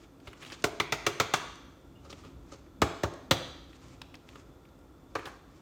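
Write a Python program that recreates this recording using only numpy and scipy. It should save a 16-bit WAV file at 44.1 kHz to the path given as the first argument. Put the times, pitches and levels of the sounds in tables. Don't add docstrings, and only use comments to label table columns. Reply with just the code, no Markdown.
import sys
import numpy as np
from scipy import signal
from scipy.fft import rfft, irfft
from scipy.io import wavfile
from scipy.ndimage import uniform_filter1d

SR = 44100
rng = np.random.default_rng(int(sys.argv[2]) if len(sys.argv) > 2 else 0)


def pcm_store(signal):
    levels = np.round(np.clip(np.atleast_2d(signal), -1, 1) * 32767)
    wavfile.write(sys.argv[1], SR, levels.astype(np.int16).T)


def level_to_linear(level):
    exponent = np.asarray(level, float) / 20
    return 10 ** exponent


N = 247797
T = np.arange(N) / SR

# time in seconds, rim peak in dB, then wall, edge and slap in dB against the rim.
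TAPS = [(0.642, -17.5, -2.5, 0.5, -5), (0.8009, -14, -10.5, -5.5, -20.5), (0.9238, -16, -11, -5.5, -9),
        (1.0665, -16, -3.5, -3.5, -5.5), (1.201, -13.5, -9.5, -4, -8.5), (1.3388, -15, -26, -0.5, -6)]
TAP_THUMP_DB = -21.5
# time in seconds, rim peak in dB, then thump, wall, edge and slap in dB
KNOCKS = [(2.819, -21.5, 0.5, 9.5, 8, 0.5), (3.035, -29.5, 5, 11.5, 8.5, -1),
          (3.3112, -11.5, -9, -3, -4, -7), (5.1536, -33, -7, 3.5, 10, -7)]
PART_EDGES_HZ = (220, 760, 1750, 4800)
# pitch in Hz, width in Hz (a wide tone fades fast),
# strength in dB within its part of the blow.
HELD_MODES = [(145, 23.5, -9), (264, 15, -17), (333, 25, -5.5), (422, 47, 2.5), (549, 58, -3),
              (660, 49, -20), (864, 180, -14.5), (1240, 130, -4.5), (1515, 130, -10), (1723, 210, -16.5),
              (2022, 85, -4.5), (2300, 100, -3.5), (2980, 390, -36), (3494, 200, -7.5), (4150, 170, -14.5)]
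# pitch in Hz, width in Hz, strength in dB within its part.
RESTING_MODES = [(96, 45, 2.5), (152, 45, -1.5), (283.6, 31, -6), (337.7, 36, -5), (433, 59, -1),
                 (535, 76, 0.5), (690, 40, -13), (918, 61, -5), (1170, 62, -6.5), (1334, 230, -12),
                 (1725, 840, -1.5), (1936, 55, -13), (2280, 250, -12.5), (2950, 170, -6.5),
                 (3490, 200, -8.5), (4010, 190, -8), (4310, 410, -15.5)]
LEAST_WIDTH_SHARE = 0.07
TUB_HIGH_PASS = signal.butter(3, 85, "high", fs=SR, output="sos")

# time in seconds, peak in dB, centre in Hz.
CLICKS = [(.201, -50.5, 3500), (0.331, -39, 2300), (0.43, -38, 3040), (.493, -55, 7600), (0.542, -44, 4530),
          (.622, -39.5, 6200), (1.556, -45, 5760), (3.137, -42.5, 6670), (3.731, -45.5, 2400),
          (4.016, -31.5, 3950), (4.142, -38, 3080), (4.153, -40, 4570), (4.289, -39.5, 3250)]
CLICK_SWELL_MS, CLICK_FADE_MS, CLICK_BODY_DB = 1, 3.6, -28
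STRAY_COUNT, STRAY_DB, STRAY_SCATTER_DB, STRAY_HZ = 14, -58, 3.5, 4200
# time in seconds, peak in dB, centre in Hz, tub wall in dB against that peak,
# fade in ms.
SCUFFS = [(0.034, -53, 2800, -11, 8), (0.271, -36.5, 3230, -3, 7.6), (0.295, -49, 3500, -18, 15),
          (0.414, -38, 2920, -18, 17.5), (0.448, -34, 3060, -20, 3.5), (0.457, -39, 3200, -28, 11),
          (0.498, -35.5, 2720, -22, 14), (0.519, -32, 4070, -25, 9.8), (2.047, -51, 4170, 5.5, 11.6),
          (2.095, -37.5, 5160, -8, 12.7), (2.127, -37, 2960, -2, 3.7), (2.233, -47.5, 3120, 3, 21),
          (2.514, -42.5, 5560, 2.5, 16), (2.533, -49, 4030, -8, 5.9), (4.329, -56, 2400, -1, 6.6),
          (4.355, -41, 3500, 2, 3.4), (5.185, -35.5, 2300, -6, 7.5), (5.254, -32, 3250, -10, 6.6),
          (5.262, -31.5, 1520, -15, 14)]
SWELL_SHARE = 0.41
TICK_WIDTH = 0.9
CLUMP = SR // 700
# start in seconds, length in seconds, level in dB before 3.1 dB is added.
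SLIDES = [(0, 0.025, -70), (0.278, 0.03, -66.5), (0.423, 0.13, -60.5), (2.058, 0.2, -66),
          (2.514, 0.031, -62.5), (3.744, 0.15, -67), (3.95, 0.17, -75), (4.331, 0.027, -62),
          (5.191, 0.11, -62.5), (5.556, .07, -70.5)]
SLIDE_RISE_DB_PER_S, SLIDE_FALL_DB_PER_S, GRAIN_WANDER_DB = 220, 186, 3
# frequency in Hz, relative strength in dB per Hz.
RUSTLE_COLOUR = [(350, -60), (600, -6), (1180, 1), (1470, -4.5), (2310, -3), (3530, -8), (7020, -7.5),
                 (14300, -40), (16000, -47)]
# peak in dB, pitch in Hz, width in Hz, swell in ms, fade in ms.
SQUEAK = (-60, 2854, 53, 12, 45)
# peak in dB, pitch in Hz, width in Hz.
THUD = (-37.5, 116, 46)
SQUEAK_S, THUD_S = 1.945, 0.275

# frequency in Hz, time to fade by 60 dB in seconds, strength in dB.
ROOM = [(80, 0.2, -4), (250, 0.61, -9), (620, 0.58, -2.5), (1284, 0.81, -8), (2500, 0.77, -9.5),
        (3840, 0.87, -9), (6000, 0.83, -11.5), (9900, 0.5, -11.5), (15560, 0.49, -17.5)]
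TAIL_COUNT = 5
SCRAMBLE_PER_S, SCRAMBLE_FROM_HZ = 500, 800
# centre in Hz, width in Hz, depth in dB.
ROOM_DIP = (214.4, 28, -9.5)

# frequency in Hz, relative strength in dB per Hz.
AIR_COLOUR = [(88, -45), (150, -3), (240, -11.5), (276, -2.5), (378, -9.5), (518, -6.5), (656, -11.5),
              (1280, -16), (1500, -22.5), (3490, -30.5), (4250, -31), (7360, -32), (10500, -40),
              (14700, -34.5), (16500, -52)]
# frequency in Hz, width in Hz, boost in dB.
AIR_PEAKS = [(280, 48, 3.95), (343.3, 48, 9.7), (1373, 69, 7.6), (3500, 150, 11), (7540, 45, 4.6),
             (14804, 60, 5.2)]
AIR_DB = -57.5
# time in seconds, level in dB.
RUMBLE = [(0.0, -59.5), (1.05, -55.5), (1.77, -55), (2.27, -49), (2.6, -54), (3.13, -57), (3.3, -52.5),
          (3.5, -54), (4.73, -56.5), (5.62, -57.5)]
# frequency in Hz, relative strength in dB per Hz.
RUMBLE_COLOUR = [(15, -35.5), (25, -16), (53, 2.5), (102, -5), (156, -7), (236, -15.5), (260, -2),
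                 (340, -28), (570, -120)]


def level(x, db):
    return x * level_to_linear(db) / np.sqrt(np.mean(x ** 2))


def peak(x, db):
    return x * level_to_linear(db) / (np.max(np.abs(x)) + 1e-12)


def colour(x, points, peaks=()):
    hz = np.arange(len(x) // 2 + 1) * SR / len(x) + 0.00102
    at, db = np.transpose(points)
    gain = level_to_linear(np.interp(np.log(hz), np.log(at), db))
    for mid, width, up in peaks:
        gain = gain * (1 + (level_to_linear(up) - 1) / (1 + (2 * (hz - mid) / width) ** 2))
    return irfft(rfft(x) * gain, len(x))


def ring(x, hz, width):
    pole = np.exp((2j * np.pi * min(hz, 0.45 * SR) - np.pi * width) / SR)
    return signal.lfilter([1], [1, -pole], x).imag


def burst(t, rise_ms, fall_ms):
    return (1 - np.exp(-t * 1000 / rise_ms)) * np.exp(-t * 1000 / fall_ms)


def walk(rate):
    k = int(SR / rate)
    steps = np.repeat(rng.standard_normal(N // k + 1), k)
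    return 1.4 * uniform_filter1d(uniform_filter1d(steps, k), k)[:N]


def add(out, s, x):
    i = max(int(s * SR), 0)
    out[i:i + len(x)] += x[:len(out) - i]


def blows(table, modes, contact_ms, lag_ms):
    out, t = np.zeros(N), T[:SR // 4]
    for s, rim_db, thump_db, wall_db, edge_db, slap_db in table:
        rough = rng.standard_normal((len(modes) + 1, len(t)))
        shifts = rng.standard_normal((len(modes), 2))
        parts = np.zeros((5, len(t)))
        for push, (pitch_shift, db_shift), (hz, width, db) in zip(rough, shifts, modes):
            late = np.maximum(t - lag_ms / 1000 * (400 / hz) ** 0.35, 0)
            kick_ms = 0.15 * 400 / hz
            kick = np.sign(push[0]) * burst(late, kick_ms, kick_ms)
            scrape = 0.32 * min(hz / 900, 1) * push * burst(t, lag_ms, contact_ms)
            tone = ring(kick + scrape, hz * (1 + 0.012 * pitch_shift), max(width, LEAST_WIDTH_SHARE * hz))
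            parts[np.searchsorted(PART_EDGES_HZ, hz)] += peak(tone, db + 1.2 * db_shift)
        slap = rough[-1] * (burst(t, 0.66, 2.8) + 0.25 * burst(t, 4.5, 17.9))
        edge_noise = ring(rough[-1] * burst(t, lag_ms, 10.0), hz=1280, width=440)
        parts[2] = peak(parts[2], 0) + peak(edge_noise, -3.0)
        parts[3] = peak(parts[3], 0) + peak(ring(slap, hz=3040, width=2680), 0.3)
        crisp = ring(ring(slap, hz=6700, width=10000), hz=6400, width=2600)
        hiss = ring(np.diff(slap, prepend=0), hz=12100, width=2560)
        parts[4] = peak(crisp, 0) + peak(hiss, -7.5)
        gains = rim_db + np.array([thump_db, wall_db, edge_db, 0, slap_db])
        parts = signal.sosfilt(TUB_HIGH_PASS, parts)
        add(out, s - 0.0015, sum(peak(part, db) for part, db in zip(parts, gains)))
    return out


def taps():
    table = [(s, rim_db, TAP_THUMP_DB, *rest) for s, rim_db, *rest in TAPS]
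    return blows(table, HELD_MODES, contact_ms=4.1, lag_ms=3.377)


def knocks():
    return blows(KNOCKS, RESTING_MODES, contact_ms=5.8, lag_ms=3.234)


def ticks(contacts):
    out, t = np.zeros(N), T[:SR // 6]
    for s, db, hz, body_db, swell_ms, fade_ms in contacts:
        noise, clumps = rng.standard_normal((2, len(t)))
        grains = noise * level_to_linear(3.0 * np.repeat(clumps, CLUMP)[:len(t)])
        grit = grains * burst(t, swell_ms, fade_ms) * (1 - np.exp(-t * 1000 / swell_ms))
        width = TICK_WIDTH * hz
        hiss = ring(np.diff(grit, prepend=0), hz=8300, width=4500)
        bright = peak(ring(ring(grit, hz, width), hz, width), 0) + peak(hiss, -16)
        body = sum(ring(grit, f, w) * level_to_linear(d) * w for f, w, d in HELD_MODES if 200 < f < 1400)
        add(out, s - 0.001, peak(bright, db) + peak(signal.sosfilt(TUB_HIGH_PASS, body), db + body_db))
    return out


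def clicks():
    luck = rng.standard_normal((STRAY_COUNT, 2))
    times = rng.uniform(0, N / SR, STRAY_COUNT)
    strays = zip(times, STRAY_DB + STRAY_SCATTER_DB * luck[:, 0], STRAY_HZ * np.exp(0.37 * luck[:, 1]))
    return ticks([(*row, CLICK_BODY_DB, CLICK_SWELL_MS, CLICK_FADE_MS) for row in [*CLICKS, *strays]])


def scuffs():
    return ticks([(s, db, hz, body_db, SWELL_SHARE * ms, ms) for s, db, hz, body_db, ms in SCUFFS])


def rustle():
    grains = rng.standard_normal(N) * level_to_linear(2.4 * rng.exponential(1, N) + GRAIN_WANDER_DB * walk(60))
    gain = np.zeros(N)
    for s, length, db in SLIDES:
        rise = SLIDE_RISE_DB_PER_S * np.maximum(s - T, 0)
        fall = SLIDE_FALL_DB_PER_S * np.maximum(T - s - length, 0)
        gain += level_to_linear(db - rise - fall)
    return level(colour(grains, RUSTLE_COLOUR), 3.1) * gain


def squeak():
    out, t = np.zeros(N), T[:SR // 6]
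    db, hz, width, swell_ms, fade_ms = SQUEAK
    rub = rng.standard_normal(len(t)) * burst(t, swell_ms, fade_ms)
    add(out, SQUEAK_S, peak(ring(rub, hz, width), db))
    return out


def thud():
    out, t = np.zeros(N), T[:SR // 6]
    db, hz, width = THUD
    add(out, THUD_S, peak(ring(burst(t, 2.8, 3.0), hz, width), db))
    return out


def kitchen(x):
    t, (at, t60, db) = T[:SR], np.transpose(ROOM)
    low = signal.sosfiltfilt(signal.butter(2, SCRAMBLE_FROM_HZ, fs=SR, output="sos"), x)
    out = x
    for _ in range(TAIL_COUNT):
        tail = np.zeros(len(t))
        for hz in 60 * 2 ** np.arange(0, 8.2, 0.5):
            shape = [(hz / 1.6, -60), (hz / 1.19, 0), (hz * 1.19, 0), (hz * 1.6, -60)]
            band = colour(rng.standard_normal(len(t)), shape)
            fade_s = np.interp(np.log(hz), np.log(at), t60)
            band = band * (1 - np.exp(-t / 0.0033)) * 1000.0 ** (-t / fade_s)
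            share = np.sqrt(hz * 0.35 / (SR / 2) / np.sum(band ** 2))
            tail += band * share * level_to_linear(np.interp(np.log(hz), np.log(at), db))
        sent = low + (x - low) * level(walk(SCRAMBLE_PER_S), db=0)
        out = out + signal.fftconvolve(sent, tail)[:N] / np.sqrt(TAIL_COUNT)
    return out


def appliances():
    air = colour(rng.standard_normal(N), AIR_COLOUR, AIR_PEAKS) * level_to_linear(0.48 * walk(4.0))
    return level(air, AIR_DB)


def rumble():
    low = colour(rng.standard_normal(N), RUMBLE_COLOUR) * level_to_linear(0.96 * walk(18))
    return level(low, 0) * level_to_linear(np.interp(T, *np.transpose(RUMBLE)))


def scene():
    near = taps() + knocks() + clicks() + scuffs() + rustle() + squeak() + thud()
    ringing = colour(kitchen(near), [(20, 0), (SR / 2, 0)], [ROOM_DIP])
    return (ringing + appliances() + rumble())[None]


def band_limit(x):
    return signal.sosfilt(signal.butter(12, 16640, fs=SR, output="sos"), x)


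def record(dry):
    bass = signal.butter(4, 45, "high", fs=SR, output="sos")
    mix = signal.sosfilt(bass, dry)
    return band_limit(mix)


dry = scene()
out = record(dry)
pcm_store(out)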